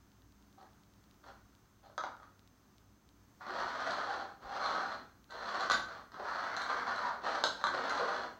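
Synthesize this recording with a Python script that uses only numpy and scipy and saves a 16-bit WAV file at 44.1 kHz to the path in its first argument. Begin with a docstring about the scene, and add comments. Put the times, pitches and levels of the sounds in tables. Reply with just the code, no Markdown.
"""Quiet room air, a blurred hum and a thin electrical whine last throughout; faint dry ticks begin the scene.
Upturned clay flower pots are then slid by hand on a wooden floor: rough slips drive boards, rims and clay.
Soon the pots also knock on the floor and clink together, exciting damped modes, and rims judder by stick-slip.
Midway there is one soft, very low bump. Early echoes and a diffuse tail answer slides, knocks and judders."""
import sys
import numpy as np
from scipy import signal
from scipy.fft import rfft, irfft, next_fast_len
from scipy.io import wavfile

SR = 44100
rng = np.random.default_rng(int(sys.argv[2]) if len(sys.argv) > 2 else 0)


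def store_pcm(level_fs):
    """Save levels as 16-bit WAV."""
    pcm = np.round(np.clip(level_fs, -1, 1) * 32767).astype(np.int16)
    wavfile.write(sys.argv[1], SR, np.atleast_2d(pcm).T)


N = 369999
TIME = np.arange(N) / SR


def undb(db):
    """Decibel law: convert a level to an amplitude gain."""
    return 10 ** (np.asarray(db) / 20)


def level(x, db=0):
    """Mean-square law: scale a signal to an rms level."""
    return x * undb(db) / np.sqrt(np.mean(x ** 2))


def unit(response):
    """Energy normalisation: scale a response to unit energy."""
    return response / np.sqrt(np.sum(response ** 2))


def decay(t, t60):
    """Exponential decay: the amplitude falls by 60 dB in t60."""
    return np.exp(-np.log(1000) * t / t60)


def through(x, response):
    """Linear superposition: convolve a sound with an impulse response."""
    return signal.fftconvolve(x, response)[:len(x)]


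def filtered(x, order, hz, kind="low"):
    """Butterworth filtering: maximally flat passband on one side of a corner frequency."""
    return signal.lfilter(*signal.butter(order, hz, kind, fs=SR), x)


def lookup(hz, points):
    """Linear interpolation of (f/Hz, value) points on a log-frequency axis."""
    at, values = np.transpose(points)
    return np.interp(np.log(np.maximum(hz, 1)), np.log(at), values)


def body(points, size=4096):
    """Minimum phase: a folded cepstrum turns (f/Hz, level/dB) points into a causal response."""
    log_gain = np.log(undb(lookup(np.fft.rfftfreq(size, 1 / SR), points)))
    cepstrum = irfft(log_gain)
    cepstrum[1:size // 2] *= 2
    cepstrum[size // 2 + 1:] = 0
    return unit(irfft(np.exp(rfft(cepstrum))))


def narrow(hz, width_hz, size=N):
    """Narrow-band noise: one steep resonance makes a wavering tone, of given width at half amplitude."""
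    span = next_fast_len(max(size, 2 * SR))
    detune = 2 * (np.fft.rfftfreq(span, 1 / SR) - hz) / width_hz
    spectrum = rfft(rng.standard_normal(span)) / (1 + detune ** 2)
    return level(irfft(spectrum, span))[:size]


def walk(rate):
    """Slow random modulation: interpolated chance values, rate per second, with an rms of one."""
    return level(np.interp(TIME * rate, np.arange(4096), rng.standard_normal(4096)))


def add(track, at, sound):
    """Superposition: mix a sound into a track at a time."""
    start = int(at * SR)
    track[start:start + len(sound)] += sound[:N - start]


# colour of the room air: (f/Hz, relative density level/dB per Hz)
AIR_COLOUR = [(15, -48), (25, -10), (48, -10), (107, -2.5), (130, -7.5), (194, -7), (291, -9.5), (316, -13),
              (361, -10.5), (500, -20), (1250, -17.5), (2520, -29), (6310, -28.5), (10500, -40),
              (15800, -31)]
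AIR_DB = -66.5  # rms level
# low hum tones, each with a blur around it: (f/Hz, width of the blur/Hz, level/dB)
HUM_TONES = [(59, 11, -71), (100.8, 11, -74), (204, 11, -77), (289, 16, -79)]
# thin electrical whine: (f/Hz, level/dB)
WHINE_TONES = [(6215, -84), (6380, -88.5)]


def background():
    """Stationary sources: spectrally shaped noise, blurred low tones and pure high tones."""
    air = through(rng.standard_normal(N), body(AIR_COLOUR, size=16384))
    sound = level(air * undb(.5 * walk(3.3)), AIR_DB)
    for hz, width, db in HUM_TONES:
        blurred = np.sin(2 * np.pi * hz * TIME) + 0.66 * narrow(hz, width)
        sound += undb(db) * blurred
    for hz, db in WHINE_TONES:
        sound += undb(db) * np.sin(2 * np.pi * hz * TIME)
    return sound


# a run of fainter, regular ticks: (first t/s, end t/s, period/s)
TICK_TRAIN = (.118, 1.2, .1025)
TICK_TRAIN_DB = -47.5  # mean level
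# separate faint dry ticks: (t/s, level/dB)
SINGLE_TICKS = [(1.1116, -42.5), (1.5514, -44), (2.168, -46), (2.394, -42.5), (2.476, -42.5), (2.7827, -42),
                (3.0904, -43), (5.243, -42)]


def ticks():
    """Impulse excitation: very short coloured pulses, in a faint regular train and singly."""
    out = np.zeros(N)
    tick = body([(500, -16), (2000, -7), (3800, 2.0), (8000, -14.0), (15000, -20.0)], size=256)
    for at, db in SINGLE_TICKS:
        add(out, at, undb(db) * tick)
    for at in np.arange(*TICK_TRAIN):
        add(out, at, undb(TICK_TRAIN_DB + rng.standard_normal()) * tick)
    return out


# ridges of the wood grain: (rate relative to the main ridges, width relative to the main rate, level/dB)
GRAIN_RIDGES = [(.72, 0.095, -3.5), (0.998, 0.15, 2.5), (1.3, .15, -7)]
ARC_POWER = .7  # flattens the rise and fall of speed along the arc of the arm


def wood_grain(top_hz, size):
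    """Spatial periodicity: a rim crossing ridges purrs at a rate that follows the sweep of the arm."""
    texture = level(sum(undb(db) * narrow(ratio * top_hz, width * top_hz, size=size)
                        for ratio, width, db in GRAIN_RIDGES))
    arm_speed = np.sin(np.pi * np.arange(size) / size) ** ARC_POWER
    travel = np.cumsum(arm_speed)
    return np.interp(travel, np.arange(size), texture)


# slides of a pot, from light brushes to long pushes: (start t/s, length/s, speed as it breaks loose 0-1,
# speeding up/s, slowing down/s, rasp of the boards at full speed: level/dB,
# their hollow rumble relative to it: level/dB, rim grit relative to it: level/dB,
# top rate of the wood ridges under the rim: f/Hz, their purr relative to the rasp: level/dB)
SLIDES = [(0.571, 0.081, .7, .02, 0.037, -68, 4.5, -5, 800, -8),
          (1.226, 0.09, 0.3, 0.065, 0.024, -55.5, -2, -9, 910, -7),
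          (1.824, 0.068, .7, 0.029, 0.038, -65.5, 6.5, -4.5, 800, -12),
          (3.397, .11, 1, 0.019, 0.049, -50.5, -7.5, -14, 1940, -9.5),
          (3.461, 0.88, 0.55, 0.13, 0.23, -42, -4, -10.5, 1353, -9),
          (4.397, 0.65, 0.11, 0.19, 0.3, -41, -4.5, -11, 1260, -10),
          (5.29, 0.412, 0.35, 0.26, 0.039, -40.5, -6.5, -10.5, 1100, -10.5),
          (5.865, .17, 0.54, 0.074, 0.052, -50.5, -5, -10.5, 1180, -6.5),
          (6.114, 1.114, 0.25, 0.24, 0.19, -41, -7, -13, 1707, -7.5),
          (6.894, 0.32, 0.01, 0.13, 0.12, -57.5, -15, -28, 995, 8.5),
          (7.205, 0.27, 0.04, 0.053, 0.089, -41, -3, -10.5, 1084, -5.5),
          (7.544, 0.1, 0.3, 0.084, 0.033, -56, -10, -3, 900, 4),
          (7.696, 0.62, 0.18, 0.054, 0.12, -40, -3.5, -11, 1270, -14)]
BREAK_S = 0.012  # time that a pot takes to break loose
# loudness grows as a power of speed: the rumble lingers in a slow pot; rasp and grit fade sooner, almost alike
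RASP_POWER, RUMBLE_POWER, GRIT_POWER = 1.32, 1.0, 1.26
PRESS_PER_S, PRESS_DB = 20, 0.5  # wavering pressure of the hand: changes per s, rms spread in dB


def strokes():
    """Friction kinematics: a pot breaks loose, speeds up and slows to rest; loudness is a power of speed."""
    rasp, rumble, grit, purr = tracks = np.zeros((4, N))
    for start, length, jump, rise, fall, db, rumble_db, grit_db, grain_hz, grain_db in SLIDES:
        t = np.arange(int(length * SR)) / SR
        push = np.minimum(t / BREAK_S, 1) * np.minimum(jump + (1 - jump) * t / rise, 1)
        speed = np.maximum(push * np.minimum((length - t) / fall, 1), 0)
        add(rasp, start, undb(db) * speed ** RASP_POWER)
        add(rumble, start, undb(db + rumble_db) * speed ** RUMBLE_POWER)
        add(grit, start, undb(db + grit_db) * speed ** GRIT_POWER)
        add(purr, start, undb(db + grain_db) * speed ** RASP_POWER * wood_grain(grain_hz, len(t)))
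    return tracks * undb(PRESS_DB * walk(PRESS_PER_S))


# resonances of the floor and of the air under the pots: (f/Hz, width/Hz, level/dB)
HOLLOW_MODES = [(212, 13, -3), (245, 14, 3.5), (521, 24, -16), (675, 90, -5.5), (795, 14, -5.5),
                (1208, 17, -21.5), (1460, 95, -11)]


def hollow(x):
    """Resonance: the floor and the air under the pots lift a few narrow bands."""
    lifted = x.copy()
    for hz, width, db in HOLLOW_MODES:
        lifted += undb(db) * signal.lfilter(*signal.iirpeak(hz, hz / width, fs=SR), x)
    return lifted


# modes of the three clay pots, named for how they ring: {pot: (f/Hz, level/dB)}
POT_MODES = {"dull": [(1168, 1.5), (1260, 5), (1400, 5), (1545, -0.5), (3350, -7), (3650, -16),
             (4090, -5.5), (4550, -11), (4920, -11), (5200, -11), (5920, -11), (6130, -3), (6780, -17.5),
             (7600, -25)], "clear": [(1174, -7.5), (1529, 6), (1965, -5), (3262, -9), (3596, -6.5),
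             (4075, 4), (4544, -6), (6002, -6), (6760, -6), (7600, -15), (9300, -15), (10100, -22),
             (12600, -21), (14600, -29.5)], "bright": [(1335, -5.5), (1570, 7.5), (3380, -9.5), (3612, -2),
             (3830, -4), (4054, 9), (4350, 2), (4540, -10.5), (5300, -7.5), (6200, -3), (6800, -6.5),
             (7650, -6.5), (9378, -14), (12310, -18.5), (13500, -22)]}
# ring time of the clay at 1 kHz, and the power of frequency by which it shortens
CLAY_T60_S, CLAY_FALL = 0.059, 0.38


def pot_ring(pot, scatter_db, size=8192):
    """Modal superposition: the point of contact weights damped modes, and high ones die first."""
    t = np.arange(size) / SR
    modes = POT_MODES[pot]
    signs = rng.choice([-1, 1], len(modes))
    weights = undb(scatter_db * rng.standard_normal(len(modes))) * signs
    ring = np.zeros(size)
    for weight, (hz, db) in zip(weights, modes):
        t60 = CLAY_T60_S * (1000 / hz) ** CLAY_FALL
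        ring += weight * undb(db) * np.sin(2 * np.pi * hz * t) * decay(t, t60)
    return unit(ring)


def slips(per_s, spread_db):
    """Random impulse process: a rough rim makes many small slips and a few large ones."""
    size = undb(spread_db * np.minimum(rng.exponential(size=N), 6))
    happens = rng.random(N) < per_s / SR
    return level(happens * size * rng.standard_normal(N))


# response of the boards to a sliding rim: (f/Hz, level/dB)
BOARD_COLOUR = [(90, -36), (170, -17), (240, -13), (320, -9), (470, -4), (600, 0), (780, 0), (900, 0.5),
                (1100, 3), (1500, 1), (1950, -7), (2400, -20), (3200, -40), (6000, -52)]
# hiss of clay grit: (f/Hz, level/dB)
GRIT_COLOUR = [(1200, -30), (2300, -3), (2900, 2), (3400, 5.5), (4000, 4), (4450, 5.5), (5000, -3),
               (6000, -4), (7000, -11.5), (8500, -19.5), (10700, -82), (12400, -63), (15000, -30.5)]
# thin squeak of a dragged rim, with its level in the rim mix
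SQUEAK_HZ, SQUEAK_WIDTH_HZ, SQUEAK_DB = 4190, 380, -10.5


def sliding():
    """Friction excitation: uneven slips shake the boards, hiss and squeak at the rim and ring the pots."""
    catch = level(undb(2.34 * walk(90)))  # the rim catches unevenly
    force = level(slips(per_s=1900, spread_db=1.0) * catch)

    wood = hollow(through(force, body(BOARD_COLOUR)))
    split = [signal.butter(5, 850, kind, fs=SR, output="sos") for kind in ("low", "high")]
    rumble, rasp = (signal.sosfilt(band, wood) for band in split)

    hiss = through(force, body(GRIT_COLOUR))
    squeak = catch * narrow(SQUEAK_HZ, SQUEAK_WIDTH_HZ) * undb(2.1 * walk(6))

    # each pot rings more or less freely as the grip on it changes; rubbing stirs mainly its lower modes
    rings = [pot_ring(pot, scatter_db=1.5) for pot in POT_MODES]
    clay = sum(through(force, ring) * undb(2.7 * walk(5.1)) for ring in rings)
    clay = filtered(clay, 2, 5500)
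    rim = level(hiss, -1.5) + level(clay, -9.5) + level(squeak, SQUEAK_DB)

    rasp_gain, rumble_gain, grit_gain, purr = strokes()
    boards = rasp_gain * level(rasp, -0.17) + rumble_gain * level(rumble, -1.37)
    return boards + grit_gain * rim + catch * purr


# response of the boards to a blow: (f/Hz, level/dB)
THUD_COLOUR = [(30, -57.5), (220, -13), (430, -13), (560, -4.5), (850, -3), (1200, 0), (1550, -4.5),
               (1900, -11), (2550, -23.5), (3700, -8.5), (5200, -15), (6500, -25.5), (9000, -34),
               (15000, -43)]


def board_thud(ring_db, ring_t60_s, size=4096):
    """Impact response: a blow on the boards, then the brief ring of their many modes as decaying noise."""
    ring = rng.standard_normal(size) * decay(np.arange(size) / SR, ring_t60_s)
    response = undb(ring_db) * unit(ring)
    response[0] += 1
    return unit(through(response, body(THUD_COLOUR)))


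# colour of the chattering rim: (f/Hz, level/dB)
CRACK_COLOUR = [(500, -8), (1400, -1), (2600, -15), (3500, 2.5), (4400, 1.5), (5200, -8.5), (6500, -2),
                (8200, -18.5), (11000, -28.5), (13000, -19), (15500, -25)]
CRACK_T60_S = 0.026


def crack(size=8192):
    """Micro-impacts: a hard clay rim chatters as it lands, heard as decaying noise."""
    chatter = rng.standard_normal(size) * decay(np.arange(size) / SR, CRACK_T60_S)
    return unit(through(chatter, body(CRACK_COLOUR)))


# knocks: (t/s, thud of the boards: level/dB, ring of the clay: level/dB, contact hardness as upper corner: f/Hz,
# lower corner of the thud: f/Hz, which pot)
BLOWS = [(.582, -31, -50, 907, 400, "dull"), (.6275, -26, -36, 1100, 400, "dull"),
         (1.240, -31, -45, 2000, 400, "dull"), (1.899, -23.5, -52, 744, 300, "dull"),
         (1.9790, -8.5, -6.5, 1990, 450, "dull"), (2.0377, -5.5, -10, 1470, 700, "dull"),
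         (2.2, -26, -31, 1300, 900, "dull"), (2.231, -33, -25.5, 1300, 900, "dull"),
         (3.909, -13.5, -17, 5000, 500, "bright"), (4.660, -8.5, -14, 3000, 400, "bright"),
         (5.307, -40, -23.5, 6000, 500, "clear"), (5.607, -33, -15, 5000, 400, "clear"),
         (5.6990, -2, -2.5, 3400, 299.3, "clear"), (5.7106, -3.5, -6.5, 3500, 404, "clear"),
         (5.717, -10, -1, 5500, 400, "clear"), (5.738, -3, -9, 1700, 400, "clear"),
         (5.797, -15, -13.5, 2500, 300, "clear"), (6.119, -27, -34, 5000, 600, "bright"),
         (6.143, -18, -25, 2200, 500, "dull"), (6.199, -9, -35, 890, 306, "dull"),
         (6.566, -32, -11.5, 4900, 600, "bright"), (6.618, -26, -13, 5000, 604, "bright"),
         (6.96, -24, -19, 5000, 600, "bright"), (7.4385, -1, -1.5, 7100, 401, "bright"),
         (7.6129, -16.5, -22, 2200, 500, "bright"), (7.6400, 1, -2.5, 1950, 402, "bright"),
         (7.6684, -12, -1, 1400, 507, "clear"), (7.683, -20, -16, 1510, 500, "clear"),
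         (7.896, -28, -10.5, 5500, 900, "clear")]
CRACK_DB = -10  # relative to the modes of the clay


def knocks():
    """Contact stiffness: blows thud in the boards and ring the clay; soft contact takes the treble away."""
    out = np.zeros(N)
    for at, thud_db, ring_db, hard_hz, low_hz, pot in BLOWS:
        edge_hz = min(hard_hz, SR / 2 - 1000)
        thud = filtered(board_thud(ring_db=1.5, ring_t60_s=0.018), 2, edge_hz)
        thud = filtered(thud, 1, low_hz, "high")  # each knock has its own lower corner, which thins its bass
        clay = pot_ring(pot, scatter_db=0.2) + undb(CRACK_DB) * crack()
        clay = filtered(clay, 1, edge_hz)  # the hard clay keeps more treble than the wood
        clay = filtered(clay, 1, low_hz / 2, "high")  # the clay's ring is thinned below half the knock's lower corner
        add(out, at, undb(thud_db) * thud)
        add(out, at, undb(ring_db) * clay)
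    return out


# rim judders and squeaks: (centre t/s, time from centre to exp(-2) of the peak/s, f/Hz, level/dB)
RIM_JUDDERS = [(0.584, 0.0091, 738, -56.5), (0.625, 0.013, 820, -58), (3.7, 0.029, 780, -49),
               (4.093, 0.035, 813, -41), (4.22, 0.094, 805, -48.5), (4.547, 0.11, 783, -47.5),
               (4.647, 0.053, 4190, -50), (4.83, 0.13, 806, -51), (4.903, 0.097, 4130, -59),
               (5.367, 0.077, 4160, -59.5), (6.193, .015, 780, -48), (7.043, 0.028, 940, -37),
               (7.767, 0.027, 530, -40.5), (8.007, 0.02, 540, -34.5), (8.06, 0.034, 526, -54)]


def judders():
    """Stick-slip oscillation: a rim briefly sticks and slips at a nearly steady rate."""
    out = np.zeros(N)
    for at, length, hz, db in RIM_JUDDERS:
        swell = np.exp(-2 * ((TIME - at) / length) ** 2)
        out += undb(db) * swell * narrow(hz, width_hz=70)
    return out


# a soft, very low bump: (centre t/s, f/Hz, time from centre to 1/e of the peak/s, level/dB)
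LOW_BUMP = (4.465, 48, .016, -53)


def bump(at, hz, length, db):
    """Gaussian wave packet: one soft, very low bump."""
    swell = np.exp(-((TIME - at) / length) ** 2)
    return undb(db) * swell * np.sin(2 * np.pi * hz * (TIME - at))


# reverberation time of the room: (f/Hz, t60/s)
TAIL_T60 = [(200, 0.94), (550, 0.34), (1400, 0.46), (4000, 0.38), (10000, 0.39)]


def room_tail(build_s, size=32768):
    """Diffuse reverberation: dense echoes from one spot build up, then decay at a rate set by frequency."""
    hz, t, cells = signal.stft(rng.standard_normal(size), SR, nperseg=256)
    fade = decay(t, lookup(hz, TAIL_T60)[:, None])
    tail = signal.istft(cells * fade, SR)[1][:size]
    return unit(tail * (1 - np.exp(-np.arange(size) / SR / build_s)))


# early echoes from cabinets and walls: (delay/s, gain relative to the direct sound)
EARLY_ECHOES = [(.0053, 0.081), (0.0105, 0.2), (0.0103, .2), (.029, 0.23)]


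def room(x, tail_db, spots_per_s, count=5):
    """Room response: direct sound, early echoes and tails cross-faded from spot to spot as if the pots moved."""
    out = x.copy()
    for delay, gain in EARLY_ECHOES:
        add(out, delay, gain * x)
    for spot in range(count):
        away = np.abs((TIME * spots_per_s - spot) % count - count / 2)
        share = np.cos(np.pi / 2 * np.minimum(away, 1))
        out += undb(tail_db) * through(x * share, room_tail(build_s=0.0049))
    return out * undb(-2.0)


def scene():
    """Superposition: the pots in the room, with ticks, bump and background added directly."""
    pots = room(sliding() + knocks() + judders(), tail_db=1.5, spots_per_s=8, count=11)
    return (background() + ticks() + pots + bump(*LOW_BUMP))[None]


def record(dry):
    """Band limiting: a steep elliptic low-pass removes the top of the treble."""
    return signal.sosfilt(signal.ellip(10, .2, 70, 15850, fs=SR, output="sos"), dry)


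dry = scene()
out = record(dry)
store_pcm(out)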